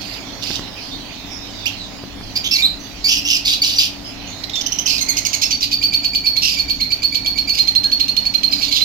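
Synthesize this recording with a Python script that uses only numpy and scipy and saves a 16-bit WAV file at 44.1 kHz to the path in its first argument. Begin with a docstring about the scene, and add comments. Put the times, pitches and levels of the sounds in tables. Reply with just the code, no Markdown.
"""Parrot chicks beg in a nest box, close to a hand-held camera: hoarse rasps and squeals, then a run of
chips that settles into fast, clear peeps. Each cry is a vibrating syrinx membrane; throat and beak
colour the rough ones, and the box rings briefly after all of them. Other birds twitter further off.
Underneath lie a few knocks on the straw-lined box, outside air, a low rumble and a faint hum."""
import sys
import numpy as np
from scipy import signal
from scipy.fft import rfft, irfft, next_fast_len
from scipy.io import wavfile
from scipy.ndimage import uniform_filter1d, minimum_filter1d, map_coordinates

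SR = 44100
rng = np.random.default_rng(int(sys.argv[2]) if len(sys.argv) > 2 else 0)


def persist_wave(psi):
    """Save psi, clipped to +-1, as 16-bit WAV."""
    counts = np.round(np.clip(psi, -1, 1) * 32767).astype(np.int16)
    wavfile.write(sys.argv[1], SR, np.atleast_2d(counts).T)


N = 389844


# start_s, level_db, pitch_hz
PEEPS = [(5.524, -13, 4545), (5.63, -17, 4686), (5.728, -12.5, 4560), (5.833, -10, 4490),
         (5.939, -9.5, 4450), (6.047, -10.5, 4465), (6.153, -9.5, 4457), (6.263, -10.5, 4397),
         (6.371, -11, 4270), (6.594, -11.5, 4407), (6.701, -12, 4400), (6.812, -12, 4220),
         (6.921, -12, 4426), (7.034, -12.5, 4400), (7.152, -10.5, 4370), (7.267, -12.5, 4373),
         (7.383, -12, 4320), (7.496, -11, 4430), (7.591, -9.5, 4206), (7.679, -10.5, 4237),
         (7.756, -9, 4215), (7.839, -11.5, 4274), (7.921, -10.5, 4330), (8.004, -10.5, 4230),
         (8.086, -11, 4275), (8.171, -10.5, 4270), (8.258, -12, 4336), (8.345, -10.5, 4240),
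         (8.436, -10.5, 4216), (8.529, -12, 4150), (8.626, -14.5, 4270), (8.724, -15, 4220),
         (8.815, -10.5, 4113)]
def peeps():
    """A peep starts about an octave low, flicks up and locks on a clear note; haste cuts the lead-in."""
    out = np.zeros((2, N))
    pauses_s = np.diff(np.array(PEEPS)[:, 0], prepend=PEEPS[0][0] - .09)
    for (start_s, db, hz), pause_s in zip(PEEPS, pauses_s):
        ease = np.clip((pause_s - .08) / .036, 0, 1)  # 0 hurried, 1 slow and brighter
        t = clock(.024 * np.exp(.13 * rng.standard_normal()))
        pitch_hz = hz * (1 + .036 * (t / t[-1] - .5))
        note = syrinx(pitch_hz, .011, 600, [0, -34, -24 + 3 * ease]) * gate(t, .009, .012)
        add(out, start_s - .002, amp(db + .5) * in_box(note, start_s, wet_db=-.5))

        t = clock(.024)
        grit = rng.standard_normal(len(t)) * amp(6.4 * wobble(506, len(t)))
        scratch = coloured(grit, THROAT) * gate(t, .00092, .043)
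        add(out, start_s - .006, amp(db - 10) * in_box(scratch, start_s, wet_db=-3.5))

        t = clock((.0048 + .02 * ease) * np.exp(.15 * rng.standard_normal()))
        flick = np.exp((t - t[-1]) / .00153)
        lead = syrinx(.53 * hz * (1 + .5 * flick), .011, 1390, [2.5, 6.5, -8.5, -23, -21.5, -21])
        flutter = amp(1.84 * wobble(564, len(t)))  # unsettled membrane
        lead *= gate(t, .0047, .0035) * (1 + flick) * flutter
        lead_db = db - 22.5 + 3.5 * ease
        add(out, start_s - t[-1] + .000942, amp(lead_db) * in_box(lead, start_s, wet_db=.5))
    return out


# throat response: freq_hz, gain_db
THROAT = [(900, -74), (1750, -19), (2250, -5.5), (2900, 10.5), (3700, 12.5), (4500, 7), (5400, 2.5),
          (6300, 3), (7200, -3.5), (8400, -10.5), (9400, -8.5), (10700, -16), (12000, -5), (13400, -2.5),
          (16000, -24)]
# start_s, length_s, level_db, pitch_hz, swell_db, hiss_ratio
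RASPS = [(0, 0.19, -40.5, 2306, -6, .8), (0.416, 0.16, -28.5, 2500, -2, 1.1),
         (3.073, .13, -18.5, 2660, -3, 0.16), (3.243, 0.14, -18.5, 2698, 7, .45),
         (3.452, 0.12, -19, 2399, -13, 0.43), (3.628, 0.15, -22.5, 2472, -15, 0.6),
         (3.781, .095, -19, 2557, -5, 0.62), (4.859, 0.15, -23, 2482, -3.5, 0.25),
         (5.616, 0.0505, -20, 2372, -7, 1.1), (5.708, 0.0426, -22, 2440, 4, 0.76),
         (6.416, .15, -20.5, 2550, -8, .5), (7.524, 0.12, -27.5, 2460, -3, 0.41),
         (8.505, 0.19, -28.5, 2346, 8, 0.42), (8.706, .14, -23, 2265, -14, 1)]
def rasps():
    """Pressed hard, the membrane runs chaotic: it slips around a sagging pitch in uneven spurts."""
    out = np.zeros((2, N))
    sag_ratio, beak_q = .0908, 2.05
    for start_s, length_s, db, hz, swell_db, hiss_ratio in RASPS:
        t = clock(length_s)
        progress = t / t[-1] - .5
        chaos = amp(3 * wobble(60, len(t)))
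        pitch_hz = hz * (1 - sag_ratio * progress) * np.exp(.08 * chaos * wobble(380, len(t)))
        voice = unit(syrinx(pitch_hz, .06 * chaos, 1700, [-2, 0, -5, -3, -2, -4]))
        voice += hiss_ratio * chaos * rng.standard_normal(len(t))
        spurts_db = 3.8 * wobble(450, len(t)) + 1.2 * wobble(70, len(t))
        voice *= amp(spurts_db)
        voice += signal.lfilter(*signal.iirpeak(2 * hz, beak_q, SR), voice)  # beak rings at harmonic 2
        voice = coloured(voice, THROAT) * amp(db + swell_db * progress + 1.5)
        add(out, start_s, in_box(voice * gate(t, .022, .033), start_s, wet_db=-2))
    return out


# start_s, length_s, start_hz, end_hz, level_db, roughness, beak_hz
SQUEALS = [(1.655, 0.029, 2180, 3640, -21, 0.22, 2780), (2.355, 0.025, 2312, 2420, -18.5, 0.37, 4660),
           (2.44, 0.042, 3100, 3210, -23, 0.46, 3500), (2.51, 0.036, 2624, 2765, -17, 0.32, 4700),
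           (2.534, 0.039, 2516, 1967, -18, 0.24, 4200), (2.577, 0.036, 2310, 2410, -22.5, 0.36, 2430),
           (2.62, 0.049, 3624, 4204, -14.5, .14, 3950), (3.041, 0.0347, 2317, 2362, -15, 0.26, 4700),
           (3.448, 0.016, 2110, 2430, -18.5, .6, 4600), (3.617, .013, 2314, 2300, -10.5, .15, 4640),
           (3.759, 0.025, 2920, 2830, -23.5, 0.36, 5850), (3.782, 0.0176, 2330, 2424, -10, 0.36, 4600),
           (4.436, 0.009, 4180, 4050, -21.5, 0.62, 4200), (4.495, .0075, 3220, 3370, -24.5, 0.6, 4300),
           (4.532, 0.068, 3726, 3444, -27, 0.24, 3740), (5.431, 0.016, 2420, 2875, -14, 0.5, 5230),
           (5.505, 0.02, 2420, 3480, -19.5, 0.6, 5800), (5.604, 0.0162, 2500, 3300, -26, 0.55, 5800),
           (5.711, 0.014, 2490, 3300, -31, 0.45, 5800), (8.511, 0.035, 2464, 2370, -25.5, .3, 4800),
           (8.682, 0.019, 2270, 2310, -23.5, .2, 4570)]
def squeals():
    """Each squeal slides straight from one pitch to another."""
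    out = np.zeros((2, N))
    for start_s, length_s, start_hz, end_hz, db, roughness, beak_hz in SQUEALS:
        pitch_hz = np.linspace(start_hz, end_hz, len(clock(length_s)))
        cry = open_beak_cry(pitch_hz, roughness, beak_hz)
        add(out, start_s, amp(db) * in_box(cry, start_s, wet_db=-3))
    return out


# start_s, level_db, roughness
RISING_CHIPS = [(4.554, -25.5, 0.4), (4.608, -23.5, 0.46), (4.661, -21.5, 0.28), (4.72, -20.5, .2),
                (4.786, -19, 0.2), (4.858, -19, 0.22)]
# start_s, level_db, start_hz, roughness
FALLING_CHIPS = [(5.007, -22, 2290, 0.25), (5.084, -18, 2640, 0.16), (5.167, -19.5, 3670, 0.41),
                 (5.249, -19.5, 3710, 0.35), (5.329, -19.5, 3730, .38), (5.414, -18, 3770, 0.46)]
def chips():
    """A chip settles on its note within milliseconds, from below or above."""
    out = np.zeros((2, N))
    for start_s, db, roughness in RISING_CHIPS:
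        pitch_hz = settle(start_hz=2500, end_hz=3132, tau_s=.003, length_s=.015)
        cry = open_beak_cry(pitch_hz, roughness, beak_hz=5460)
        add(out, start_s, amp(db) * in_box(cry, start_s, wet_db=-3))
    for start_s, db, start_hz, roughness in FALLING_CHIPS:
        pitch_hz = settle(start_hz, end_hz=2100, tau_s=.0055, length_s=.0262)
        cry = open_beak_cry(pitch_hz, roughness, beak_hz=6640)
        add(out, start_s, amp(db) * in_box(cry, start_s, wet_db=-3))
    return out


# open beak response: freq_hz, gain_db
BEAK = [(1500, -27), (2200, 1), (3000, 3.5), (4300, 4.5), (5300, 0.5), (6400, -3), (7700, -15.5),
        (9500, -22), (10800, -26.5), (13000, -11.5), (16000, -38)]
def open_beak_cry(pitch_hz, roughness, beak_hz):
    """Harmonics sweep through the beak resonance; roughness (0-1) adds jitter, flutter and hiss."""
    t = np.arange(len(pitch_hz)) / SR
    voice = syrinx(pitch_hz, .11 * roughness, 1485, [-1, 5, 5.5, 10.5, 12, 12.5, 19])
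    voice *= amp(6 * roughness * wobble(518, len(t)))
    voice = unit(voice) + 1.3 * roughness ** 2 * rng.standard_normal(len(t))
    ring = signal.lfilter(*signal.iirpeak(beak_hz, Q=5, fs=SR), voice)
    return coloured(voice + 2.28 * ring, BEAK) * amp(2) * gate(t, .005, .004)


def syrinx(pitch_hz, jitter, jitter_rate_hz, harmonics_db):
    """Harmonics of a membrane whose pitch trembles at random."""
    hz = pitch_hz * np.exp(jitter * wobble(jitter_rate_hz, len(pitch_hz)))
    phase = 2 * np.pi * np.cumsum(hz) / SR
    return sum(amp(db) * (k * hz < SR / 2) * np.sin(k * phase) for k, db in enumerate(harmonics_db, 1))


# freq_hz, t60_s
BOX_DECAY = [(200, 0.34), (2500, 0.33), (4500, 0.28), (13000, 0.22)]
# stereo image: time_s, left_minus_right_db, phase_align_delay_s
STEREO_IMAGE = [(0, -11, 0.00022), (2.5, -3, 0.00018), (3.8, 0.5, .0002), (4.7, -10, 0.00035),
                (5.7, -4, .00043), (8.84, -7.5, 0.00042)]
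def in_box(x, start_s, wet_db):
    """A cry is mostly louder on the right, its main note about in phase in both channels; walls echo it."""
    hz, t, noise = signal.stft(rng.standard_normal((2, SR // 3)), SR, nperseg=256)
    decay = amp(-60 * t / along(BOX_DECAY, hz)[:, None])
    build_up = 1 - np.exp(-t / .0014)
    tail = signal.istft(noise * decay * build_up, SR, nperseg=256)[1]
    wet = signal.fftconvolve(x[None], tail, axes=1)
    wet *= np.linalg.norm(x) / np.linalg.norm(wet, axis=1, keepdims=True)
    times_s, sides_db, align_s = np.transpose(STEREO_IMAGE)
    shift = round(abs(np.interp(start_s, times_s, align_s)) * SR)
    direct = np.zeros_like(wet)
    direct[0, shift:shift + len(x)] = x
    direct[1, :len(x)] = x
    side_db = np.interp(start_s, times_s, sides_db)
    return pan(side_db) * direct + amp(wet_db) * pan(.72 * side_db) * wet


# start_s, length_s, start_hz, end_hz, level_db
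WHISTLES = [(0, .16, 4400, 4750, -39), (0.797, .1, 4700, 5060, -40), (0.91, .05, 3590, 3750, -33.5),
            (1.304, 0.088, 5460, 5170, -36.5), (1.52, 0.039, 5920, 6200, -59),
            (1.765, 0.1, 4200, 3650, -34), (2.791, 0.068, 6000, 6260, -41), (4.045, 0.058, 5060, 5170, -32),
            (4.27, .05, 6400, 6520, -38), (7.841, 0.065, 1610, 1620, -41.5)]
# flock spectrum: freq_hz, gain_db
TWITTER = [(1100, -48), (1900, -0.5), (2500, 2.5), (3300, 2.5), (4400, 6.5), (5300, 0.5), (6400, -4.5),
           (8000, -18), (10500, -22), (12800, -14), (16000, -16)]
def far_birds():
    """Thin whistles, mostly echo, over a patchy blur of many more."""
    out = np.zeros((2, N))
    for start_s, length_s, start_hz, end_hz, db in WHISTLES:
        t = clock(length_s)
        note = syrinx(np.linspace(start_hz, end_hz, len(t)), .04, 710, [0, -22]) * gate(t, .0039, .021)
        add(out, start_s, amp(db) * in_box(note, start_s, wet_db=2))
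    noise = signal.stft(rng.standard_normal((2, N)), nperseg=512)[2]
    patches = uniform_filter1d(rng.standard_normal(noise.shape[1:]), size=5, axis=0)
    patches = uniform_filter1d(patches, size=16, axis=1)
    blur = signal.istft(noise * amp(4.14 * unit(patches)), nperseg=512)[1][:, :N]
    flock_db = outside_db() + 6.5 + .7 * wobble(6.6, N)
    return out + amp(flock_db) * coloured(blur, TWITTER) * pan(-6)


# start_s, level_db
KNOCKS = [(0.504, -18), (0.594, -23), (2.037, -24), (2.21, -29.5)]
# freq_hz, level_db, t60_s
WOOD_MODES = [(180, -7, 0.14), (295, 13.5, 0.015), (442, -7.5, 0.02), (650, -27, .03), (1130, -17, 0.0081)]
def knocks():
    """Knocks ring the wooden box, each with a crunch of straw."""
    out, t = np.zeros((2, N)), clock(.27)
    for start_s, db in KNOCKS:
        ring = sum(amp(mode_db + rng.normal(0, 1.5) - 60 * t / t60_s) * np.sin(2 * np.pi * hz * t)
                   for hz, mode_db, t60_s in WOOD_MODES)
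        straw = 1.77 * coloured(rng.standard_normal(len(t)), AIR) * amp(-60 * t / .02)
        add(out, start_s, amp(db - 7.5) * (ring + straw))
    return out


# steady rumble spectrum: freq_hz, gain_db
RUMBLE = [(25, -10), (45, 3), (59, -1.5), (81, -11.5), (100, -9), (118, -2), (141, -9.5), (175, -2),
          (223, -5), (282, 1.5), (330, -10), (450, -18), (700, -55)]
# hand motion spectrum: freq_hz, gain_db
HAND = [(10, -25), (24, 9), (40, -4), (58, 10), (80, -4), (130, -68)]
# hand moves: centre_s, half_width_s, level_db
SWAYS = [(2.217, .12, -38), (6.78, 0.21, -39.5), (8.7, .2, -47)]
def handling_rumble():
    """Steady rumble, plus tremor and sway of the hand on the camera."""
    t = np.arange(N) / SR
    rumble_db, tremor_db = -38, -51.5
    rumble = amp(rumble_db + wobble(8.1, N)) * stereo_noise(RUMBLE, spread=.41, side_db=4)
    sway = sum(amp(db) * np.exp(-((t - centre_s) / half_s) ** 2) for centre_s, half_s, db in SWAYS)
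    return rumble + (amp(tremor_db) + sway) * stereo_noise(HAND, spread=.3, side_db=0)


# air and straw spectrum: freq_hz, gain_db
AIR = [(200, -14), (350, 1), (480, -1), (700, 3.5), (1200, -4.5), (2000, -7), (4000, -28), (8000, -35),
       (15000, -49)]
def air():
    """Soft, wavering rush of outside air."""
    return amp(outside_db() + 2.5 + .87 * wobble(12, N)) * stereo_noise(AIR, spread=1, side_db=-5.5)


# time_s, level_db
OUTSIDE = [(0.0, -41), (0.49, -41), (2.31, -44), (2.51, -43.5), (3.72, -45.5), (4.18, -43), (5.37, -42),
           (5.56, -47.5), (8.84, -44)]
def outside_db():
    """Base level shared by the air and the distant flock."""
    return np.interp(np.arange(N) / SR, *np.transpose(OUTSIDE))


# freq_hz, level_db, left_minus_right_db
HUM_TONES = [(59.5, -48, 0), (101.2, -45.5, -10.5), (198.6, -49.5, -4), (286.9, -48, 17.5)]
def hum():
    """Faint low tones that waver in level and phase."""
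    t = np.arange(N) / SR
    return sum(amp(db + 3.4 * wobble(4, N)) * np.sin(2 * np.pi * hz * t + .97 * wobble(7, N))
               * pan(side_db) for hz, db, side_db in HUM_TONES)


def amp(db):
    """Decibels to gain."""
    return 10 ** (np.asarray(db) / 20)


def pan(side_db):
    """Stereo gains for a left-minus-right level."""
    return amp(side_db * np.array([[.5], [-.5]]))


def unit(x):
    """Scale to rms 1."""
    return x / np.sqrt(np.mean(x ** 2) + 1e-20)


def along(points, hz):
    """Interpolate (freq_hz, value) points on a log axis."""
    freqs_hz, values = np.transpose(points)
    return np.interp(np.log(hz + 1), np.log(freqs_hz), values)


def clock(length_s):
    """Sample times in s."""
    return np.arange(max(int(length_s * SR), 64)) / SR


def settle(start_hz, end_hz, tau_s, length_s):
    """Exponential pitch glide."""
    return end_hz + (start_hz - end_hz) * np.exp(-clock(length_s) / tau_s)


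def wobble(rate_hz, size):
    """Smooth random curve, rate_hz knots a second."""
    knots = rng.standard_normal(int(size * rate_hz / SR) + 4)
    return map_coordinates(knots, [np.arange(size) * rate_hz / SR])


def coloured(x, spectrum):
    """Filter by a (freq_hz, gain_db) spectrum, to rms 1."""
    n = x.shape[-1]
    padded = next_fast_len(n + 1024)
    gain = amp(along(spectrum, np.fft.rfftfreq(padded, 1 / SR)))
    return unit(irfft(rfft(x, padded) * gain, padded)[..., :n])


def stereo_noise(spectrum, spread, side_db):
    """Noise partly common to both channels."""
    noise = rng.standard_normal(N) + spread * rng.standard_normal((2, N))
    return coloured(noise * pan(side_db), spectrum)


def gate(t, rise_s, fall_s):
    """Quarter-sine fade in and out."""
    fade_in = np.sin(np.pi / 2 * np.clip(t / rise_s, 0, 1))
    return fade_in * np.sin(np.pi / 2 * np.clip((t[-1] - t) / fall_s, 0, 1))


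def add(out, start_s, x):
    """Mix x into out."""
    i = min(max(int(start_s * SR), 0), N)
    out[:, i:i + x.shape[-1]] += x[..., :N - i]


def scene():
    """The chicks and their surroundings."""
    chicks = peeps() + squeals() + chips() + rasps()
    return chicks + far_birds() + handling_rumble() + air() + hum() + knocks()


# microphone port colour: freq_hz, left_minus_right_db
PORTS = [(1500, 1), (2500, -4.5), (4500, -2), (6500, -5.5), (8500, 0.5), (13000, 5)]
def record(dry):
    """Each port colours the sound; a peak limiter and a band limit follow."""
    ceiling, top_hz = .95, 16000
    hz = np.fft.rfftfreq(N, 1 / SR)
    heard = irfft(rfft(dry) * pan(along(PORTS, hz)), N)
    needed_gain = np.minimum(1, ceiling / (np.abs(heard).max(axis=0) + 1e-9))
    gain = uniform_filter1d(minimum_filter1d(needed_gain, size=160), size=80)
    return irfft(rfft(heard * gain) * (hz < top_hz), N)


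dry = scene()
out = record(dry)
persist_wave(out)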